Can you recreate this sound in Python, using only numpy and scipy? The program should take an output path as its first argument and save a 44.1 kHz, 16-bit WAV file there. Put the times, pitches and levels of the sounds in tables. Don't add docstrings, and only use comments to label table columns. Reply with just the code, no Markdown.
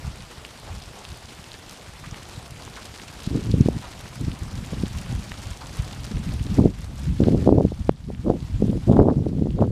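import sys
import numpy as np
from scipy import signal
from scipy.fft import rfft, irfft
from scipy.io import wavfile
from scipy.ndimage import uniform_filter1d, minimum_filter1d, map_coordinates

SR = 44100
rng = np.random.default_rng(int(sys.argv[2]) if len(sys.argv) > 2 else 0)


def persist_wave(psi):
    counts = np.round(np.clip(psi, -1, 1) * 32767).astype(np.int16)
    wavfile.write(sys.argv[1], SR, np.atleast_2d(counts).T)


N = 428211
T = np.arange(N) / SR


def gain_of(db):
    return 10 ** (np.asarray(db) / 20)


def unit_rms(x):
    return x / np.sqrt(np.mean(x ** 2) + 1e-20)


def curve(rows):
    return np.interp(T, *np.transpose(rows))


def add(mix, start_s, sound):
    part = mix[max(round(start_s * SR), 0):][:len(sound)]
    part += sound[:len(part)]


def coloured(x, spectrum):
    hz, db = np.transpose(spectrum)
    bins_hz = abs(np.fft.fftfreq(2048, 1 / SR))
    log_gain = np.log(gain_of(np.interp(np.log(bins_hz + 1), np.log(hz), db)))
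    taps = np.fft.ifft(np.exp(np.conj(signal.hilbert(log_gain)))).real
    return signal.oaconvolve(x, taps)[:N]


def flutter(rate_hz):
    hz = np.fft.rfftfreq(N, 1 / SR)
    return unit_rms(irfft(rfft(rng.standard_normal(N)) * np.exp(-(hz / rate_hz) ** 2), N))


def ring(x, hz, q):
    return signal.lfilter(*signal.iirpeak(min(hz, SR / 4), max(q, .6), SR), x)


def stroke(length_s):
    u = 4 * np.arange(int(2 * length_s * SR) + 2) / (length_s * SR)
    return u * np.exp(1 - u)


# freq_hz, level_db
WASH_SPECTRUM = [(40, -20), (120, -1), (250, 1), (450, 0.5), (750, 1.5), (1020, -1), (1700, -5),
                 (3000, -5.5), (4700, -7), (6500, -11.5), (9000, -14), (12000, -21), (15000, -30)]


def far_hooves(level_db=1.0, patchy_db=1.65, flutter_db=0.62, flutter_hz=22):
    bands = signal.stft(rng.standard_normal(N), SR, nperseg=512)[2]
    patches = uniform_filter1d(rng.standard_normal(bands.shape), size=14, axis=0)
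    patches = unit_rms(uniform_filter1d(patches, size=5, axis=1))
    noise = signal.istft(bands * gain_of(patchy_db * patches), SR)[1][:N]
    wash = unit_rms(coloured(noise, WASH_SPECTRUM))
    return wash * gain_of(level_db + flutter_db * flutter(flutter_hz))


# freq_hz, level_db
GRIT_SPECTRUM = [(200, -10), (900, 6), (2000, 1), (4500, 0), (7000, -1.5), (10000, -5.5), (15000, -11)]


def grit(load, grains_per_s=1700, spread_db=5.5, centre_hz=3500, sizes=15):
    cracks = (rng.random(N) < grains_per_s * (load + .3) / SR) * rng.choice([-1, 1], N)
    grains = cracks * gain_of(spread_db * np.minimum(rng.exponential(1, N), 4.5))
    size = rng.integers(0, sizes, N)
    bands_hz = centre_hz * np.geomspace(1 / 3, 3, sizes)
    snaps = sum(ring(grains * (size == k), hz, q=2.0) for k, hz in enumerate(bands_hz))
    return unit_rms(coloured(snaps, GRIT_SPECTRUM))


def near_hooves(steps_per_s=70, spread_db=3.0, thud_db=-8, scuff_db=-9, grit_db=-4.5,
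                thud_hz=330, scuff_hz=1700, slide_s=.012):
    thuds, scuffs, load = np.zeros((3, N))
    for when, softness, scuff_tone, thud_tone, length in rng.random((int(steps_per_s * N / SR), 5)):
        start_s = when * N / SR
        force = gain_of(-spread_db * np.log(softness + 0.073))
        press = force * stroke(slide_s * 2 ** (2 * length - 1))
        add(load, start_s, press)
        dust = ring(rng.standard_normal(len(press)), scuff_hz * 3 ** (2 * scuff_tone - 1), q=2.5)
        add(scuffs, start_s, press * dust)
        hz = thud_hz * 2 ** (2 * thud_tone - 1)
        blow = force * stroke(2.5 / hz)
        add(thuds, start_s, blow * np.sin(2 * np.pi * hz * T[:len(blow)]))
    return (gain_of(thud_db) * unit_rms(thuds)
            + gain_of(scuff_db) * unit_rms(coloured(scuffs, GRIT_SPECTRUM))
            + gain_of(grit_db) * grit(load / load.mean()))


# time_s, gain_db
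FLOCK_GAIN = [(0, -46.5), (1.5, -47.5), (3.3, -46), (4.1, -46.3), (5, -45.5), (6.4, -46), (7.2, -45.3),
              (7.7, -47.5), (8.85, -48), (9.7, -53)]
# time_s, gain_db
FRONT_ROW_GAIN = [(0, -1.9), (2.7, 0.6), (3.4, 1.5), (6.4, 1.4), (9.7, -3.5)]


def flock():
    return gain_of(curve(FLOCK_GAIN)) * (far_hooves() + gain_of(curve(FRONT_ROW_GAIN)) * near_hooves())


def swell(start_s, hold_s, rise_s, fall_s):
    span = slice(*np.searchsorted(T, [start_s - 10 * rise_s, start_s + hold_s + 10 * fall_s]))
    t = T[span] - start_s
    return span, np.exp(-np.maximum(-t, 0) / rise_s - np.maximum(t - hold_s, 0) / fall_s)


# time_s, pressure_db
BREEZE = [(0, -41.5), (0.55, -48), (1.8, -46.5), (2.3, -41.5), (2.85, -45.5), (3.2, -44), (4.0, -41),
          (4.5, -35), (5.6, -40), (6.0, -33), (6.8, -26), (7.8, -26), (8.05, -28), (8.5, -25), (9.7, -24)]
# start_s, hold_s, pressure_db, eddy_rate_hz
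GUSTS = [(0.024, 0.1, -32, 85.4), (0.194, 0.016, -32.5, 95.4), (0.707, .08, -35, 89.9),
         (1.102, 0.026, -36, 84.6), (2.057, 0.058, -41.5, 95.5), (3.31, .075, -23, 190.1),
         (3.465, .15, -22.5, 150), (3.709, 0.073, -27, 130), (4.189, 0.12, -27, 130),
         (4.418, 0.023, -26, 114.8), (4.559, .03, -25.5, 100), (4.73, .11, -30, 135.1),
         (4.928, 0.032, -29, 94.96), (5.111, 0.083, -28, 105.1), (5.468, 0.029, -30, 70),
         (5.772, 0.066, -30, 78.9), (6.119, 0.051, -23, 115.8), (6.255, 0.095, -27, 104.8),
         (6.459, 0.062, -26, 134.9), (6.581, 0.082, -16, 210), (7.08, 0.062, -14.5, 107.8),
         (7.22, .18, -16.5, 205), (7.471, .15, -14, 250), (8.088, .04, -22.5, 170.1),
         (8.271, 0.061, -14, 265.5), (8.611, .15, -15.5, 174.8), (8.895, .06, -15.5, 274.7),
         (8.969, 0.0496, -8.5, 280.3), (9.059, 0.051, -12, 299.9), (9.16, .32, -19.5, 205),
         (9.59, .04, -14, 264.4), (9.68, .03, -17.5, 175)]


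def airflow(breeze_hz=100, wake_cap_db=6.5):
    power = gain_of(curve(BREEZE)) ** 2
    weighted_hz = power * breeze_hz
    for start_s, hold_s, db, hz in GUSTS:
        span, envelope = swell(start_s, hold_s, rise_s=.018, fall_s=.03)
        gust = (gain_of(db) * envelope) ** 2
        power[span] += gust
        weighted_hz[span] += gust * hz
    wake_power = np.minimum(wakes(), power * gain_of(wake_cap_db) ** 2)
    return 10 * np.log10(power + wake_power), weighted_hz / power


def wind_rumble(pressure_db, rate_hz, trim_db=0.53, gusty_db=2.5, lumpy_db=2.5, port_hz=38):
    gust = flutter(rate_hz=40)
    eddies_passed = np.cumsum(rate_hz * np.exp(.05 * gust)) / SR
    points, per_eddy = 2 ** 17, 64
    lumps = gain_of(lumpy_db * unit_rms(uniform_filter1d(rng.standard_normal(points), size=per_eddy)))
    fineness = np.fft.rfftfreq(points, 1 / per_eddy)
    spectrum = fineness ** 0.85 * np.exp(-(1.316 * fineness) ** 1.165)
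    pattern = unit_rms(irfft(rfft(lumps * rng.standard_normal(points)) * spectrum))
    passing = map_coordinates(pattern, [eddies_passed * per_eddy], mode="wrap")
    pressure = unit_rms(passing * gain_of(gusty_db * gust)) * gain_of(pressure_db + trim_db)
    return signal.lfilter(*signal.butter(2, port_hz, "high", fs=SR), pressure)


def add_eddy(mix, centre_s, level_db, hz, steepness, phase_rad=0.93):
    t = np.arange(-SR // 40, SR // 40) / SR
    width_s = (steepness - .5) / (2 * np.pi * hz)
    pulse = (np.exp(1j * phase_rad) / (1 - 1j * t / width_s) ** steepness).real
    add(mix, centre_s - 1 / 40, gain_of(level_db) * pulse * np.hanning(len(t)))


# time_s, speed_factor
VEER = [(3.5, 1.4), (6.6, 1.95), (7.5, 1.5), (8.9, 1.94), (9.7, 1.9)]


def wind_sputter(pressure_db, rate_hz, trim_db=2.0, spread_db=9, share=.42, tries=3000):
    small_hz = curve(VEER) * rate_hz * (rate_hz / 260) ** 0.18
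    out = np.zeros(N)
    for when, chance, softness, speed, turn in rng.random((tries, 5)):
        i = int(when * N)
        if chance < share * rate_hz[i] * (N / SR) / tries:
            hz = small_hz[i] * np.exp(.28 * (2 * speed - 1))
            db = pressure_db[i] + trim_db - spread_db * softness
            add_eddy(out, i / SR, db, hz, steepness=3.13, phase_rad=2 * np.pi * turn)
    return out


# start_s, level_db, pitch_hz
PEBBLE_CLICKS = [(0.450, -22.5, 2900), (1.0515, -25.5, 3510), (1.5177, -25.5, 4000), (1.541, -29, 4300),
                 (1.6956, -29, 5800), (2.1116, -28, 6040), (2.1445, -24.5, 2455), (2.6776, -22, 598),
                 (2.9985, -25.5, 2300), (3.5155, -22.5, 4400), (3.6106, -25.5, 5900), (4.3165, -25, 3050),
                 (4.8585, -25.5, 3650), (5.3187, -18.5, 2000), (5.9314, -25.5, 3795), (6.0435, -25.5, 5360),
                 (6.5436, -28, 5367), (7.2375, -23, 3470), (8.1486, -25.5, 2486), (8.4045, -27.5, 4100),
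                 (9.506, -31, 3128)]


def pebbles(trim_db=1, snap_s=0.00015, rebound_s=0.001067, rebound_db=-11, detune=1.02,
            crumble_s=0.0026, crumble_db=-17, strays_per_s=2, stray_db=-32, stray_hz=(2400, 5500)):
    out, t = np.zeros(N), T[:SR // 20]
    envelope = t / snap_s * np.exp(1 - t / snap_s)
    low, high = (0, stray_db, stray_hz[0]), (N / SR, stray_db, stray_hz[1])
    strays = rng.uniform(low, high, (int(strays_per_s * N / SR), 3))
    for start_s, db, hz in [*PEBBLE_CLICKS, *strays]:
        snap = envelope * np.sin(2 * np.pi * hz / detune * t)
        rebound = gain_of(rebound_db) * envelope ** 2 * np.sin(2 * np.pi * hz * detune * t)
        noise = unit_rms(ring(ring(rng.standard_normal(len(t)), hz, q=1.4), hz, q=1.18))
        crumbs = gain_of(crumble_db) * noise * np.exp(-t / crumble_s)
        force = gain_of(db + trim_db)
        add(out, start_s, force * (snap + crumbs))
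        add(out, start_s + rebound_s, force * rebound)
    return out


# start_s, level_db, centre_hz, length_s
HOOF_DRAGS = [(0.671, -42, 820, 0.058), (0.97, -42.5, 747, 0.026), (2.037, -40.5, 1248, 0.029),
              (2.763, -41.5, 1200, 0.043), (3.23, -44.5, 3600, 0.076), (3.816, -40.5, 835, 0.094),
              (5.602, -41.5, 904, 0.073), (7.234, -38.5, 1429, 0.018)]


def hoof_drags(q=1.14):
    out = np.zeros(N)
    for start_s, db, hz, length_s in HOOF_DRAGS:
        press = stroke(length_s)
        rasp = ring(ring(rng.standard_normal(len(press)), hz, q), hz, q)
        add(out, start_s, gain_of(db) * press * unit_rms(rasp))
    return out


# centre_s, level_db, base_pitch_hz
THUMPS = [(3.276, -10.5, 128.7), (3.541, -5, 190), (3.609, 2, 137), (3.661, -6, 181), (3.687, -1.5, 300.3),
          (4.283, -11.5, 158), (4.733, -16, 285), (4.837, -8, 192.6), (5.128, -14, 131), (6.593, 6.5, 202),
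          (6.641, -3, 239.7), (6.658, 9, 230), (7.205, 0.5, 242), (7.219, -1, 182.3), (7.272, -4, 260.4),
          (7.285, 2.5, 254), (7.348, -3, 273), (7.476, 6.5, 344.5), (7.492, 6.5, 380), (7.526, 7.5, 309.7),
          (7.584, 8, 295.2), (7.609, 2.5, 340), (7.652, 5, 225), (7.721, -9, 300), (7.894, 12, 362.6),
          (8.103, -8, 340.6), (8.302, 6, 300), (8.624, 1.5, 241.3), (8.915, 2, 240.4), (8.992, 7, 360),
          (9.014, 12.5, 199.8), (9.086, 7.5, 369), (9.267, -2, 271.8), (9.423, -5, 220.5), (9.458, -9, 260),
          (9.624, 1, 410.3), (9.677, -12, 290)]


def wind_thumps(trim_db=-1.0, pitch_ratio=1.037):
    out = np.zeros(N)
    for centre_s, db, hz in THUMPS:
        add_eddy(out, centre_s, db + trim_db, pitch_ratio * hz, steepness=2.85)
    return out


def wakes(under_db=14.5):
    power = np.zeros(N)
    for centre_s, db, _ in THUMPS:
        span, envelope = swell(centre_s, hold_s=0, rise_s=.009, fall_s=0.013)
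        power[span] += (gain_of(db - under_db) * envelope) ** 2
    return power


def gain_control(x, threshold_db=-0.5, attack_s=0.0072, recovery_s=0.68):
    over_db = np.maximum(20 * np.log10(abs(x) + 1e-9) - threshold_db, 0)
    recovery = np.exp(-T / recovery_s)
    held_db = np.maximum.accumulate(over_db / recovery, axis=-1) * recovery
    pole = np.exp(-1 / (attack_s * SR))
    return x / gain_of(signal.lfilter([1 - pole], [1, -pole], held_db))


# centre_s, level_db, pitch_hz
OVERLOAD_CRACK = (7.894, 0, 920)


def overload_crack():
    out = np.zeros(N)
    add_eddy(out, *OVERLOAD_CRACK, steepness=1.035)
    return out


def scene():
    hooves = flock() + pebbles() + hoof_drags()
    pressure_db, rate_hz = airflow()
    wind = wind_rumble(pressure_db, rate_hz) + wind_sputter(pressure_db, rate_hz)
    return (hooves + wind + wind_thumps() + overload_crack())[None]


def record(dry):
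    ducked = gain_control(dry)
    safe_gain = 1 / np.maximum(abs(ducked), 1)
    limited = ducked * uniform_filter1d(minimum_filter1d(safe_gain, size=301), size=301)
    fade_out = np.minimum((N - np.arange(N)) / 128, 1)
    low_pass = signal.firwin(511, cutoff=15250, window=("kaiser", 9), fs=SR)
    return signal.oaconvolve(limited * fade_out, low_pass[None], "same")


dry = scene()
out = record(dry)
persist_wave(out)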